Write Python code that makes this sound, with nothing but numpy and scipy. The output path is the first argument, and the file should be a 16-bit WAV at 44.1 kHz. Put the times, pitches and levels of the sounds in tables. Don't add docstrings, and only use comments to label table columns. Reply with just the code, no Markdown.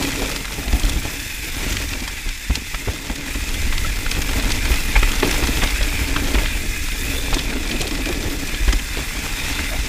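import sys
import numpy as np
from scipy import signal
from scipy.fft import rfft, irfft, next_fast_len
from scipy.io import wavfile
from scipy.ndimage import uniform_filter1d, map_coordinates

SR = 44100
rng = np.random.default_rng(int(sys.argv[2]) if len(sys.argv) > 2 else 0)


def dump(signal):
    limited = np.clip(np.atleast_2d(signal).T, -1, 1)
    pcm = np.round(limited * 32767).astype(np.int16)
    wavfile.write(sys.argv[1], SR, pcm)


N = 435708
CUTOFF_HZ = 15400


def from_db(db):
    return 10 ** (np.asarray(db) / 20)


def rms_one(x):
    return x / np.sqrt(np.mean(x ** 2) + 1e-20)


def in_time(rows):
    times, *columns = np.transpose(rows)
    return [np.interp(np.arange(N) / SR, times, column) for column in columns]


def drift(rate):
    step = 40
    pole = np.exp(-2 * step * np.pi * rate / SR)
    noise = rng.standard_normal(N // step + 2002)
    slow = signal.lfilter([1], [1, -2 * pole, pole * pole], noise)[2000:]
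    return np.interp(np.arange(N) / step, np.arange(len(slow)), rms_one(slow))


def arch(s, length):
    return np.sin(np.pi * np.clip((np.arange(N) / SR - s) / length, 0, 1))


def colour(x, spectrum):
    hz, db = np.transpose(spectrum)
    size = next_fast_len(N)
    bins = np.maximum(np.fft.rfftfreq(size, 1 / SR), 1)
    gain = from_db(np.interp(np.log(bins), np.log(hz), db))
    return rms_one(irfft(rfft(x, size) * gain, size)[:N])


def resonate(x, hz, width):
    r = np.exp(-np.pi * width / SR)
    feedforward = np.array([1, 0, -1]) * (1 - r * r) / 2
    return signal.lfilter(feedforward, [1, -2 * r * np.cos(2 * np.pi * hz / SR), r * r], x)


def body(x, modes):
    return sum(from_db(db) * resonate(x, hz, width) for hz, width, db in modes)


def band(x, low_hz, high_hz, order=1):
    high_hz = min(high_hz, CUTOFF_HZ)
    edges_hz = [min(low_hz, high_hz * .8), high_hz]
    return signal.sosfilt(signal.butter(order, edges_hz, "band", fs=SR, output="sos"), x)


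def edges(centre_hz, octaves):
    return centre_hz * 2 ** (-octaves / 2), centre_hz * 2 ** (octaves / 2)


def grains(per_s, spread_db):
    out = np.zeros(N)
    when, size, sign = rng.random((max(int(per_s * N / SR), 1), 3)).T
    size_db = spread_db * np.minimum(-np.log(1 - size), 4)
    out[(when * N).astype(int)] = np.sign(sign - .5) * from_db(size_db)
    return rms_one(out) + 1e-18


def add(out, s, sound, peak_db):
    i = int(np.clip(s * SR, 0, N - 1))
    out[i:i + len(sound)] += (from_db(peak_db) * sound / np.abs(sound).max())[:N - i]


# [t/s, whirr level/dB, fine hiss level/dB], before trims
HUB_LEVELS = [(0, -32.5, -39), (0.6, -36, -40.5), (1.25, -35.5, -38), (1.73, -33.5, -40.5),
              (2.3, -34.5, -45), (2.7, -35, -42.5), (3.23, -35, -46), (3.27, -31.5, -41.5),
              (3.95, -33, -40.5), (4.2, -32.5, -39), (5.6, -30, -36.5), (5.92, -31.5, -39),
              (6.8, -32.5, -39.5), (7.13, -32.5, -36.5), (7.5, -32.5, -44), (8.35, -34, -40.5),
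              (8.63, -32, -42.5), (8.92, -31, -41), (9.88, -32, -40.5)]
# [f/Hz, width/Hz, relative level/dB]
HUB_RESONANCES = [(1716, 140, 2.5), (2082, 186, 7.5), (2346, 96, 6.5), (2471, 214, 7), (2605, 63, -7),
                  (3430, 320, 0.5), (3990, 140, -8), (4480, 170, -6), (4785, 69, -1.5), (5150, 160, -1.5),
                  (5860, 150, -9.5), (6320, 200, -8), (7020, 120, -3.5), (7540, 140, -6), (8480, 200, -7.5)]
# [f/Hz, width/Hz, relative level/dB]
DISC_RESONANCES = [(3570, 62, 9), (3950, 150, -21), (4480, 80, -11), (5100, 160, -15)]
# [start t/s, length/s, level at the top/dB, f/Hz]
HUB_AND_DISC_NOTES = [(0.05, .38, -46, 3540), (6.47, 0.11, -36, 2530), (6.92, 0.56, -39.5, 3530),
                      (7.04, 0.13, -34, 2510), (7.52, 0.63, -50, 3520), (9.253, 0.47, -41, 3590)]
# [f/Hz, relative level/dB]
HISS_SPECTRUM = [(5000, -13), (8500, 1), (10000, 4), (11300, 3.5), (12700, -1), (14200, 8), (15500, 0)]
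PAWLS_PER_S, PAWLS_PER_S_PER_DB = 300, 14.5
HUB_SWAY_DB, DISC_IDLE_DB = 1.8, -52


def freehub(whirr_db, hiss_db, pace_db, jitter=.06, scrape_s=0.0037, ring_db=1.2, fizz_db=-1.5,
            flutter_db=1.0, swell_width_hz=90):
    pawl_rate = (PAWLS_PER_S + PAWLS_PER_S_PER_DB * pace_db) * (1 + jitter * drift(40))
    teeth = np.cumsum(pawl_rate) / SR
    drops = np.diff(np.floor(teeth), prepend=0)
    contact = signal.lfilter([1], [1, -np.exp(-1 / (scrape_s * SR))], drops) + .5
    rasp = band(contact * rng.standard_normal(N), 950, CUTOFF_HZ, order=2)
    whirr = rms_one(sum(from_db(db + HUB_SWAY_DB * drift(4.7)) * resonate(rasp, hz, width)
                        for hz, width, db in HUB_RESONANCES))
    disc = rms_one(body(rasp, DISC_RESONANCES))
    swells = sum(from_db(db) * arch(s, length) * rms_one(resonate(rasp, hz, swell_width_hz))
                 for s, length, db, hz in HUB_AND_DISC_NOTES)
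    hiss = colour(rasp, HISS_SPECTRUM) * from_db(2.0 * drift(26))
    whirr_gain = from_db(whirr_db + ring_db + flutter_db * drift(33))
    return whirr_gain * whirr + from_db(DISC_IDLE_DB) * disc + swells + from_db(hiss_db + fizz_db) * hiss


GROUND_ECHO = .38


def off_the_ground(x, lag_s=0.0017, sway=0.223):
    lag = SR * lag_s * np.exp(sway * drift(1.164))
    echo = map_coordinates(x, [np.arange(N) - lag], order=3)
    return (x + GROUND_ECHO * echo) / np.hypot(1, GROUND_ECHO)


# [f/Hz, width/Hz, relative level/dB]
TYRE_RESONANCES = [(134, 72, 3), (236, 74, 3), (275.4, 23.5, 8), (365, 30, -13.5), (426, 44, -7),
                   (587, 33, -8)]
CASING_PIVOT_HZ = 200


def casing(drum_db, firmness=0.14):
    taps = grains(1100, spread_db=2.5)
    pressed_db = drum_db - drum_db.mean()
    rings = 0
    for hz, width, db in TYRE_RESONANCES:
        tilt_db = firmness * pressed_db * np.log2(hz / CASING_PIVOT_HZ)
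        rings = rings + from_db(db + tilt_db) * resonate(taps, hz, width)
    return rms_one(band(rings, 69, 677, order=2))


def pebbles(per_s=10, width_hz=170):
    pitches = np.geomspace(1900, 9000, num=14)
    return rms_one(sum(resonate(grains(per_s, spread_db=-0.5), hz, width_hz) for hz in pitches))


# [t/s, casing drum level/dB, dirt scrub level/dB], before trims and load
TRAIL_LEVELS = [(0, -25, -35), (0.3, -34, -38), (0.48, -36.5, -43), (0.93, -32, -39.5), (1.28, -42.5, -47),
                (1.74, -33.5, -39), (2.38, -47, -50), (2.72, -46.5, -47.5), (2.95, -36.5, -42.5),
                (3.95, -37.5, -42), (4.15, -32, -38), (4.45, -29.5, -37), (4.9, -34, -37.5),
                (5.35, -29.5, -35.5), (5.95, -33.5, -39), (6.38, -29, -37), (6.8, -40, -48.5),
                (7.15, -33, -41), (7.6, -33, -40.5), (8.3, -31.5, -39.5), (8.55, -37, -43.5),
                (8.88, -39, -43), (9.55, -34.5, -37.5), (9.88, -36.5, -41)]
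# [start t/s, length/s, rise/dB]
GRIT_SPRAYS = [(-0.15, 0.59, 2.5), (1.59, 0.36, 4.5), (7.002, 0.32, 1), (9.3, 0.44, 2.5)]
# [f/Hz, relative level/dB]
SCRUB_SPECTRUM = [(200, 25), (450, 1), (750, 4), (1100, 13.5), (1600, 7), (2600, -5), (4500, 10),
                  (9000, -51)]
# [f/Hz, relative level/dB]
GRIT_SPECTRUM = [(900, -41), (1800, 3), (3000, -1), (4200, -6), (5500, -2), (7600, -1.5), (9000, -14.5),
                 (12000, -9), (16000, -18)]
# [f/Hz, width/Hz, relative level/dB]
FRAME_RESONANCES = [(630, 18, -2), (891, 157, 5.5), (1113, 260, -4), (1372, 86, 2.5), (1630, 380, -4.5),
                    (1970, 310, -5), (2500, 210, 2.5), (3200, 160, 2)]
GRIT_DB, GRIT_FOLLOWS_GROUND, GRIT_FOLLOWS_PACE = -35.5, 0.072, 0.48


def tyres(drum_db, scrub_db, pace_db, dirt_db=-0.3, rattle_db=1.5, uneven_db=1.72, bounce_db=2.0):
    load_db = uneven_db * drift(28)
    rough_db = scrub_db - scrub_db.mean()
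    drum = from_db(drum_db + bounce_db * drift(28)) * casing(drum_db)
    dirt = colour(grains(1800, spread_db=7.5), SCRUB_SPECTRUM)
    rattle = rms_one(body(grains(500, spread_db=2.5), FRAME_RESONANCES)) * from_db(rattle_db)
    scrub = from_db(scrub_db + dirt_db) * (dirt + rattle)
    grit = colour(grains(4000, spread_db=0.9), GRIT_SPECTRUM) + from_db(-11.5) * pebbles()
    grit_db = GRIT_DB + GRIT_FOLLOWS_GROUND * rough_db + GRIT_FOLLOWS_PACE * pace_db + 0.91 * drift(61)
    grit_db = grit_db + sum(db * arch(s, length) for s, length, db in GRIT_SPRAYS)
    return from_db(load_db) * (drum + scrub + from_db(grit_db) * grit)


def gravel(rough_db, per_s=70, crowding=2.0, peak_db=-23.0, range_db=7, follows=0.28, tick_s=0.001,
           low_hz=1100, high_hz=5500):
    out, t = np.zeros(N), np.arange(SR // 80) / SR
    rate = per_s * from_db(crowding * rough_db)
    when, strength, pitch, keep = rng.random((1500, 4)).T
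    cracks = rng.standard_normal((len(when), len(t))) * np.exp(-t / tick_s)
    i = (when * N).astype(int)
    for k in np.flatnonzero(keep < rate[i] * N / SR / len(when)):
        hz = low_hz * (high_hz / low_hz) ** pitch[k]
        stone_db = peak_db + follows * rough_db[i[k]] + range_db * (strength[k] - .5)
        add(out, i[k] / SR, resonate(cracks[k], hz, .5 * hz), stone_db)
    return out


# [start t/s, length/s, level before level_db and swell/dB, first pitch f/Hz, last pitch f/Hz]
TYRE_GROWLS = [(0.15, 0.12, -26.5, 376, 521), (0.241, 0.13, -32.5, 493, 577), (0.55, 0.31, -37, 754, 712),
               (2.9, 0.066, -36, 315, 295), (5.239, 0.09, -26, 330, 290), (6.926, 0.46, -37.5, 448.5, 437),
               (8.11, 0.33, -34.5, 363, 349), (9.7, 0.078, -32, 624, 720)]


def growls(width_hz=75, level_db=-2.0):
    out, t = np.zeros(N), np.arange(N) / SR
    lowpass = signal.butter(2, width_hz, fs=SR, output="sos")
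    real, imaginary = rms_one(signal.sosfilt(lowpass, rng.standard_normal((2, N))))
    for s, length, db, first_hz, last_hz in TYRE_GROWLS:
        during = (t >= s) & (t < s + length)
        progress = (t[during] - s) / length
        phase = 2 * np.pi * np.cumsum(first_hz + (last_hz - first_hz) * progress) / SR
        growl = real[during] * np.cos(phase) + imaginary[during] * np.sin(phase)
        out[during] += from_db(db + level_db) * np.sin(np.pi * progress) * growl
    return out


# [t/s, thump peak level before level_db/dB, thump centre f/Hz,
# rise/s, t60/s, camera rocking peak level/dB, rocking f/Hz]
WHEEL_BUMPS = [(0.007, -20, 292, .0014, 0.09, -24, 46), (0.069, -22, 288, .0014, .06, -38, 45),
               (0.218, -16, 323, 0.0024, .06, -19, 44), (0.58, -23, 170, .002, .06, -24, 55),
               (0.674, -21, 218, .003, .07, -17, 48), (0.729, -15.5, 130, 0.0022, 0.072, -7, 55.6),
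               (0.836, -19, 230, 0.0018, 0.063, -11, 35), (0.955, -18.5, 169, .002, 0.12, -12.5, 55.4),
               (1.051, -18, 382, .002, 0.07, -18, 65), (1.707, -23, 141, 0.0018, 0.049, -31, 45),
               (1.802, -26, 225, .0014, .066, -32, 45), (2.018, -22.5, 228, 0.0016, 0.13, -25, 51),
               (2.255, -30, 200, .003, 0.073, -16, 31), (2.497, -15, 177, 0.0022, 0.058, -9, 58),
               (2.565, -25, 190, .002, .07, -19.5, 65), (2.618, -27, 240, .002, .045, -32, 45),
               (2.736, -32, 105, .002, 0.058, -17, 39.7), (2.872, -20, 400, 0.0016, 0.037, -15, 54.3),
               (2.882, -18.5, 420, 0.0009, 0.039, -16, 78), (3.097, -21, 287, 0.0034, 0.056, -18.5, 48.7),
               (3.35, -24, 270, 0.0028, 0.079, -17, 50.7), (3.664, -21, 170, 0.0018, 0.045, -22, 38),
               (4.307, -24, 299, .002, .06, -23, 45), (4.455, -19, 160, 0.0022, .06, -15, 65),
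               (4.705, -23, 260, .002, .066, -7, 55.4), (4.961, -21, 555, .0014, 0.12, -5, 39),
               (5.026, -16, 387, 0.0012, 0.048, -9, 34), (5.228, -7.5, 378, 0.0011, 0.022, -20, 45),
               (5.243, -17, 169, .002, .06, -20, 45), (5.423, -18, 328, 0.0022, 0.074, -12, 47),
               (5.485, -15.5, 264, 0.0028, .066, -16, 30), (5.627, -16.5, 504, 0.0028, 0.081, -17, 35.3),
               (5.808, -20, 567, 0.0018, 0.069, -17, 40.6), (6.016, -42, 250, .002, .066, -16.5, 60.5),
               (6.164, -21, 314, .002, 0.086, -18, 45), (6.219, -18, 287, 0.0016, 0.054, -30, 45),
               (6.341, -14.5, 298, .0014, 0.078, -12, 48), (6.375, -20, 400, .002, 0.078, -15.5, 33),
               (7.281, -24, 476, .0014, 0.032, -32, 45), (7.326, -16.5, 470, .0014, .05, -12, 32),
               (7.364, -18, 323, 0.0025, 0.054, -20, 45.3), (8.255, -27, 200, .002, .06, -18, 75),
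               (8.539, -28, 283, .002, .066, -26, 45), (8.614, -39, 160, .002, .066, -11.5, 35.3),
               (8.676, -18, 240, 0.0037, 0.11, -6, 45.7), (8.731, -17.5, 260, 0.0017, 0.047, -12, 34.3),
               (8.97, -18.5, 404, 0.0015, 0.06, -21, 45.3), (8.986, -21, 303, 0.002, 0.08, -24, 44.7),
               (9.595, -23, 290, .002, 0.055, -32, 45), (9.741, -26, 557, 0.0022, 0.073, -31, 45),
               (9.786, -33, 247, .002, .066, -17.5, 58)]
THUMP_OCTAVES = 1.4
ROCK_SWELL_CYCLES = 0.52
TYRE_AIR_HZ = 289


def bumps(tail_db=-15.0, tail_t60=0.38, hum_db=-18, hum_t60=0.18, squash_db=3.5, squash_s=0.002, ring_db=-6.0,
          level_db=1.5, top_hz=1150, boom_db=-8.5, boom_hz=96, boom_t60=0.16):
    out, t = np.zeros(N), np.arange(SR // 4) / SR
    for s, db, hz, rise_s, t60, rock_db, rock_hz in WHEEL_BUMPS:
        rise = 1 - np.exp(-t / rise_s)
        shudder = rms_one(band(rng.standard_normal(len(t)), *edges(hz, THUMP_OCTAVES)))
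        shudder = shudder * (from_db(-60 * t / t60) + from_db(tail_db - 60 * t / tail_t60))
        squash = np.e * t / squash_s * np.exp(-t / squash_s) * np.sin(2 * np.pi * hz * t)
        push = band((shudder + from_db(squash_db) * squash) * rise, 46, top_hz, order=2)
        ringing = body(push, TYRE_RESONANCES + FRAME_RESONANCES)
        add(out, s, push + from_db(ring_db) * ringing, db + level_db)
        boom = rise * from_db(-60 * t / boom_t60) * np.sin(2 * np.pi * boom_hz * t)
        add(out, s, boom, (db + rock_db) / 2 + boom_db)
        hum = rise * from_db(-60 * t / hum_t60) * np.sin(2 * np.pi * TYRE_AIR_HZ * t)
        add(out, s, hum, db + hum_db)
        swings = rock_hz * t
        rocking = swings * np.exp(-swings / ROCK_SWELL_CYCLES) * np.sin(2 * np.pi * swings)
        add(out, s, rocking, rock_db)
    return out


# [t/s, peak level before level_db/dB, lowest note f/Hz, brightness/dB per octave]
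PLANK_HITS = [(7.518, -17, 290, 6), (7.552, -15.5, 272, -4), (7.600, -21, 285, -5),
              (7.700, -17.5, 241, -11), (7.718, -26, 332, 6), (7.743, -18, 244, -4), (7.818, -21, 357, 16),
              (7.838, -20, 410, 6), (7.853, -26, 298, 12), (7.933, -21, 275, -4), (7.980, -21, 320, -4),
              (8.060, -14.5, 307, 4), (8.085, -15.5, 350, 3), (8.097, -21, 238, 11), (8.139, -24, 302, 1),
              (8.187, -31, 291, -8), (8.231, -22, 330, -9), (8.344, -24, 283, 0)]
# [multiple of its lowest note, width/Hz, relative level before brightness/dB]
PLANK_RESONANCES = [(1, 36, 9.5), (1.42, 50, -3.5), (2.02, 60, -9), (2.66, 76, -22)]


def planks(contact_s=0.014, rise_s=0.0023, chatter_db=-10, level_db=-2.0):
    out, t = np.zeros(N), np.arange(SR // 5) / SR
    for s, db, hz, bright_db in PLANK_HITS:
        chatter = rng.standard_normal(len(t)) * np.exp(-t / contact_s) * (1 - np.exp(-t / rise_s))
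        blow = from_db(chatter_db) * chatter
        blow[0] += 1
        modes = [(hz * ratio, width, mode_db + bright_db * np.log2(ratio))
                 for ratio, width, mode_db in PLANK_RESONANCES]
        add(out, s, band(body(blow, modes), 140, 850, order=2), db + level_db)
    return out


# [t/s, level of the whole slap's energy over 10 ms/dB, lower edge f/Hz, upper edge f/Hz, t60/s]
FRAME_SLAPS = [(0.026, -23.5, 2040, 7800, 0.036), (0.036, -31, 3000, 8000, 0.025),
               (0.051, -25.0, 1910, 3000, 0.019), (0.106, -32, 1020, 6400, 0.021),
               (0.119, -29, 830, 7900, 0.023), (0.22, -29.5, 1400, 6900, 0.028),
               (0.26, -29.0, 1630, 6900, 0.022), (0.295, -32, 3500, 8500, 0.04),
               (0.315, -27, 1530, 6700, 0.036), (0.362, -23.5, 1990, 6100, 0.026),
               (0.454, -27.5, 1520, 8700, 0.024), (0.522, -30, 1410, 5300, 0.026),
               (0.681, -28.5, 1780, 5200, 0.026), (0.728, -25.5, 1300, 6200, 0.032),
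               (0.797, -26.5, 2690, 8700, 0.038), (0.834, -26.5, 1330, 6100, 0.028),
               (0.852, -27, 1780, 8100, 0.026), (0.864, -30, 2130, 4400, 0.018),
               (0.896, -24.5, 2600, 7900, 0.025), (1.052, -30, 1350, 8100, 0.066),
               (1.547, -32.5, 1050, 7500, 0.026), (1.769, -21.5, 1650, 5200, 0.026),
               (1.815, -32, 960, 4700, 0.045), (1.89, -30.0, 2950, 7300, 0.026),
               (1.935, -25, 1460, 5700, 0.028), (2.004, -31.0, 2640, 7000, 0.026),
               (2.077, -24, 1270, 7500, 0.068), (2.29, -27.5, 1640, 6700, 0.033),
               (2.507, -28, 730, 3100, 0.026), (2.555, -19.5, 1940, 7360, 0.027),
               (2.746, -23.5, 1120, 3530, 0.02), (2.882, -35, 630, 2900, 0.026),
               (3.098, -28.5, 670, 3800, 0.026), (3.158, -29, 1860, 7400, 0.038),
               (3.348, -31, 940, 4000, 0.031), (3.541, -26.5, 1800, 8800, 0.072),
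               (3.726, -23.5, 860, 4900, 0.071), (3.78, -23.0, 2230, 5200, 0.024),
               (3.901, -33, 1280, 4000, 0.026), (4.064, -24, 1140, 3700, 0.032),
               (4.115, -20, 2030, 7200, 0.023), (4.15, -27.0, 1670, 3600, 0.025),
               (4.168, -29.5, 1400, 4500, 0.022), (4.219, -23, 1940, 7300, 0.031),
               (4.291, -26, 850, 4100, 0.056), (4.333, -25.0, 840, 6400, 0.043),
               (4.399, -26, 1420, 5500, 0.03), (4.425, -28, 1750, 8400, 0.034),
               (4.505, -23.5, 950, 6800, 0.037), (4.519, -20.5, 2620, 7300, 0.036),
               (4.655, -24, 1000, 3400, 0.034), (4.717, -25.0, 1080, 6000, 0.054),
               (4.741, -24, 920, 7200, 0.025), (4.956, -20, 1510, 2700, 0.082),
               (4.963, -18, 1530, 3150, 0.027), (5.031, -18, 1040, 3600, 0.025),
               (5.118, -23.5, 1700, 7600, 0.03), (5.154, -29, 2230, 7500, 0.024),
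               (5.201, -27.0, 2130, 6900, 0.023), (5.226, -23, 1500, 2600, 0.02),
               (5.231, -19.0, 840, 3300, 0.03), (5.246, -24.0, 2150, 4700, 0.044),
               (5.275, -26.0, 1470, 11000, 0.041), (5.312, -20, 1590, 8700, 0.028),
               (5.328, -24, 1040, 5100, 0.026), (5.425, -24.5, 740, 3100, 0.026),
               (5.437, -24, 800, 4600, 0.038), (5.472, -22.0, 1550, 7300, 0.025),
               (5.572, -27, 1760, 6600, 0.018), (5.62, -19, 1150, 2900, 0.062),
               (5.638, -21.0, 1130, 6600, 0.029), (5.674, -23.0, 2080, 4400, 0.023),
               (5.706, -26, 1580, 7000, 0.046), (5.813, -26.0, 630, 4000, 0.026),
               (5.83, -24, 2700, 5400, 0.032), (5.954, -37, 1020, 6800, 0.026),
               (5.992, -29, 1080, 2900, 0.026), (6.163, -19.0, 1010, 3700, 0.043),
               (6.346, -22, 1280, 3700, 0.055), (6.354, -21.5, 930, 2300, 0.025),
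               (6.384, -22, 1460, 2880, 0.055), (6.46, -22.5, 1590, 3800, 0.021),
               (6.886, -28.5, 890, 7000, 0.026), (6.918, -30, 2500, 3900, 0.04),
               (7.282, -35, 630, 2800, 0.026), (7.328, -22.5, 770, 3300, 0.056),
               (7.336, -24, 2100, 4500, 0.03), (7.344, -20.5, 2650, 7400, 0.04),
               (7.369, -30, 500, 1700, 0.04), (7.385, -25, 2720, 4460, 0.022),
               (7.392, -22.5, 2080, 6200, 0.038), (7.536, -29, 1030, 4400, 0.024),
               (7.569, -31, 720, 4300, 0.026), (7.638, -34, 1040, 6900, 0.026),
               (7.676, -30, 1980, 6400, 0.026), (7.715, -22.5, 1870, 4700, 0.024),
               (7.762, -33, 1980, 4300, 0.025), (7.808, -26.0, 2900, 5500, 0.03),
               (7.815, -21.5, 2450, 9200, 0.037), (7.87, -28.0, 2900, 4600, 0.025),
               (7.877, -27.0, 2650, 9300, 0.028), (7.911, -26.5, 2020, 6400, 0.024),
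               (7.953, -28.0, 1930, 5100, 0.032), (8.058, -24, 1520, 6700, 0.04),
               (8.09, -27, 1380, 6900, 0.031), (8.127, -28, 1750, 5400, 0.025),
               (8.472, -28, 2950, 9100, 0.066), (8.494, -30, 1090, 7800, 0.026),
               (8.546, -27.0, 1520, 5100, 0.037), (8.68, -25, 840, 3500, 0.046),
               (8.69, -27, 1190, 4830, 0.028), (8.727, -18.5, 1510, 6700, 0.041),
               (8.795, -28, 1980, 3200, 0.027), (8.971, -31, 1080, 4400, 0.026),
               (9.089, -38, 1740, 5700, 0.027), (9.168, -32.0, 730, 1700, 0.026),
               (9.399, -30.0, 840, 6600, 0.026), (9.592, -23.5, 840, 2900, 0.025)]
BRUSH_RISE_S = .003


def clatter(slaps, brush=0.5, crack_db=-12.5, crack_s=0.00066, link_width_hz=130, dull_db=2.0):
    out, t = np.zeros(N), np.arange(SR // 10) / SR
    lead_s, measure_s = .014, .01
    after = np.maximum(t - lead_s, 0)
    landing = np.exp(np.minimum(t - lead_s, 0) / BRUSH_RISE_S) * np.where(t < lead_s, brush, 1)
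    crack = from_db(crack_db) * np.exp(-after / crack_s) * (t >= lead_s)
    for s, db, low_hz, high_hz, t60 in slaps:
        force = rng.choice([-1, 1], len(t)) * landing * (from_db(-60 * after / t60) + crack)
        dull = band(force, 0.69 * low_hz, 1.3 * low_hz)
        links = band(force, low_hz, high_hz, order=2) + from_db(dull_db - 6.5) * dull
        notes = low_hz * (high_hz / low_hz) ** ((np.arange(3) + rng.random(3)) / 3)
        slap = links + body(links, [(hz, link_width_hz, 0) for hz in notes]) + body(links, FRAME_RESONANCES)
        crest_db = 10 * np.log10(np.max(slap ** 2) * measure_s * SR / np.sum(slap ** 2))
        add(out, s - lead_s, slap, db + crest_db)
    return out


SLAP_DB, SLAP_RANGE_DB, SLAP_FOLLOWS_GROUND = -34.5, 5, 0.53
SLAP_LOW_HZ, SLAP_HIGH_HZ = 1850, 5000
SLAP_OCTAVES, SLAP_T60_S = 1.28, 0.011


def small_slaps(scrub_db, count=45):
    when, strength, pitch = rng.random((count, 3)).T
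    shaking = np.cumsum(from_db(scrub_db) ** 2)
    i = np.searchsorted(shaking, shaking[-1] * (np.arange(count) + when) / count).clip(0, N - 1)
    rough_db = scrub_db[i] - scrub_db.mean()
    db = SLAP_DB + SLAP_FOLLOWS_GROUND * rough_db + SLAP_RANGE_DB * (strength - .5)
    centre_hz = SLAP_LOW_HZ * (SLAP_HIGH_HZ / SLAP_LOW_HZ) ** pitch
    low_hz, high_hz = edges(centre_hz, SLAP_OCTAVES)
    return list(zip(i / SR, db, low_hz, high_hz, np.full(count, SLAP_T60_S)))


# [t/s, peak level/dB, f/Hz]
METAL_PINGS = [(0.050, -23, 2450), (2.745, -26, 1360), (3.846, -20.5, 1330), (4.954, -13, 2186),
               (4.958, -16, 870), (4.961, -19, 2360), (5.028, -20, 1306), (5.244, -22, 2650),
               (6.161, -21, 1270), (6.163, -20, 1580), (6.352, -24, 1324)]
PING_T60_S = 0.035


def pings():
    out, t = np.zeros(N), np.arange(SR // 8) / SR
    envelope = (1 - np.exp(-t / 0.0031)) * from_db(-60 * t / PING_T60_S)
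    for s, db, hz in METAL_PINGS:
        add(out, s, envelope * np.sin(2 * np.pi * hz * t), db)
    return out


# [t/s, buffeting level before gain_db/dB]
WIND_LEVELS = [(0.0, -32), (0.6, -33.5), (0.91, -26), (1.13, -34), (1.32, -35.5), (1.73, -26.5),
               (2.23, -36.5), (2.64, -36), (3.11, -38), (3.71, -20.5), (3.99, -25.5), (4.46, -23),
               (4.62, -23.5), (6.52, -25), (6.85, -26), (6.98, -26.5), (7.75, -27), (8.67, -29),
               (9.03, -31.5), (9.88, -27)]
# [f/Hz, relative level/dB]
WIND_SPECTRUM = [(10, -20), (18, 4.5), (26, 0.5), (36, 1.5), (48, 0.5), (70, -6), (100, -13), (150, -27.5),
                 (300, -31), (1000, -62)]


def wind(level_db, gain_db=3.0):
    eddies = colour(rng.standard_normal(N), WIND_SPECTRUM)
    power = uniform_filter1d(eddies ** 2, SR // 8) + 1e-6
    return from_db(level_db + gain_db) * rms_one(eddies / np.sqrt(power))


def scene():
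    drum_db, scrub_db = in_time(TRAIL_LEVELS)
    whirr_db, hiss_db = in_time(HUB_LEVELS)
    pace_db = hiss_db - hiss_db.mean()
    rolling = tyres(drum_db, scrub_db, pace_db) + gravel(scrub_db - scrub_db.mean()) + growls()
    hub = off_the_ground(freehub(whirr_db, hiss_db, pace_db))
    knocks = bumps() + planks() + clatter(small_slaps(scrub_db) + list(FRAME_SLAPS)) + pings()
    mono = wind(*in_time(WIND_LEVELS)) + rolling + hub + knocks
    return np.array([mono, mono])


def record(dry):
    lowpass = signal.ellip(12, .1, 90, CUTOFF_HZ, fs=SR, output="sos")
    return signal.sosfilt(lowpass, np.clip(dry, -.88, .88))


dry = scene()
out = record(dry)
dump(out)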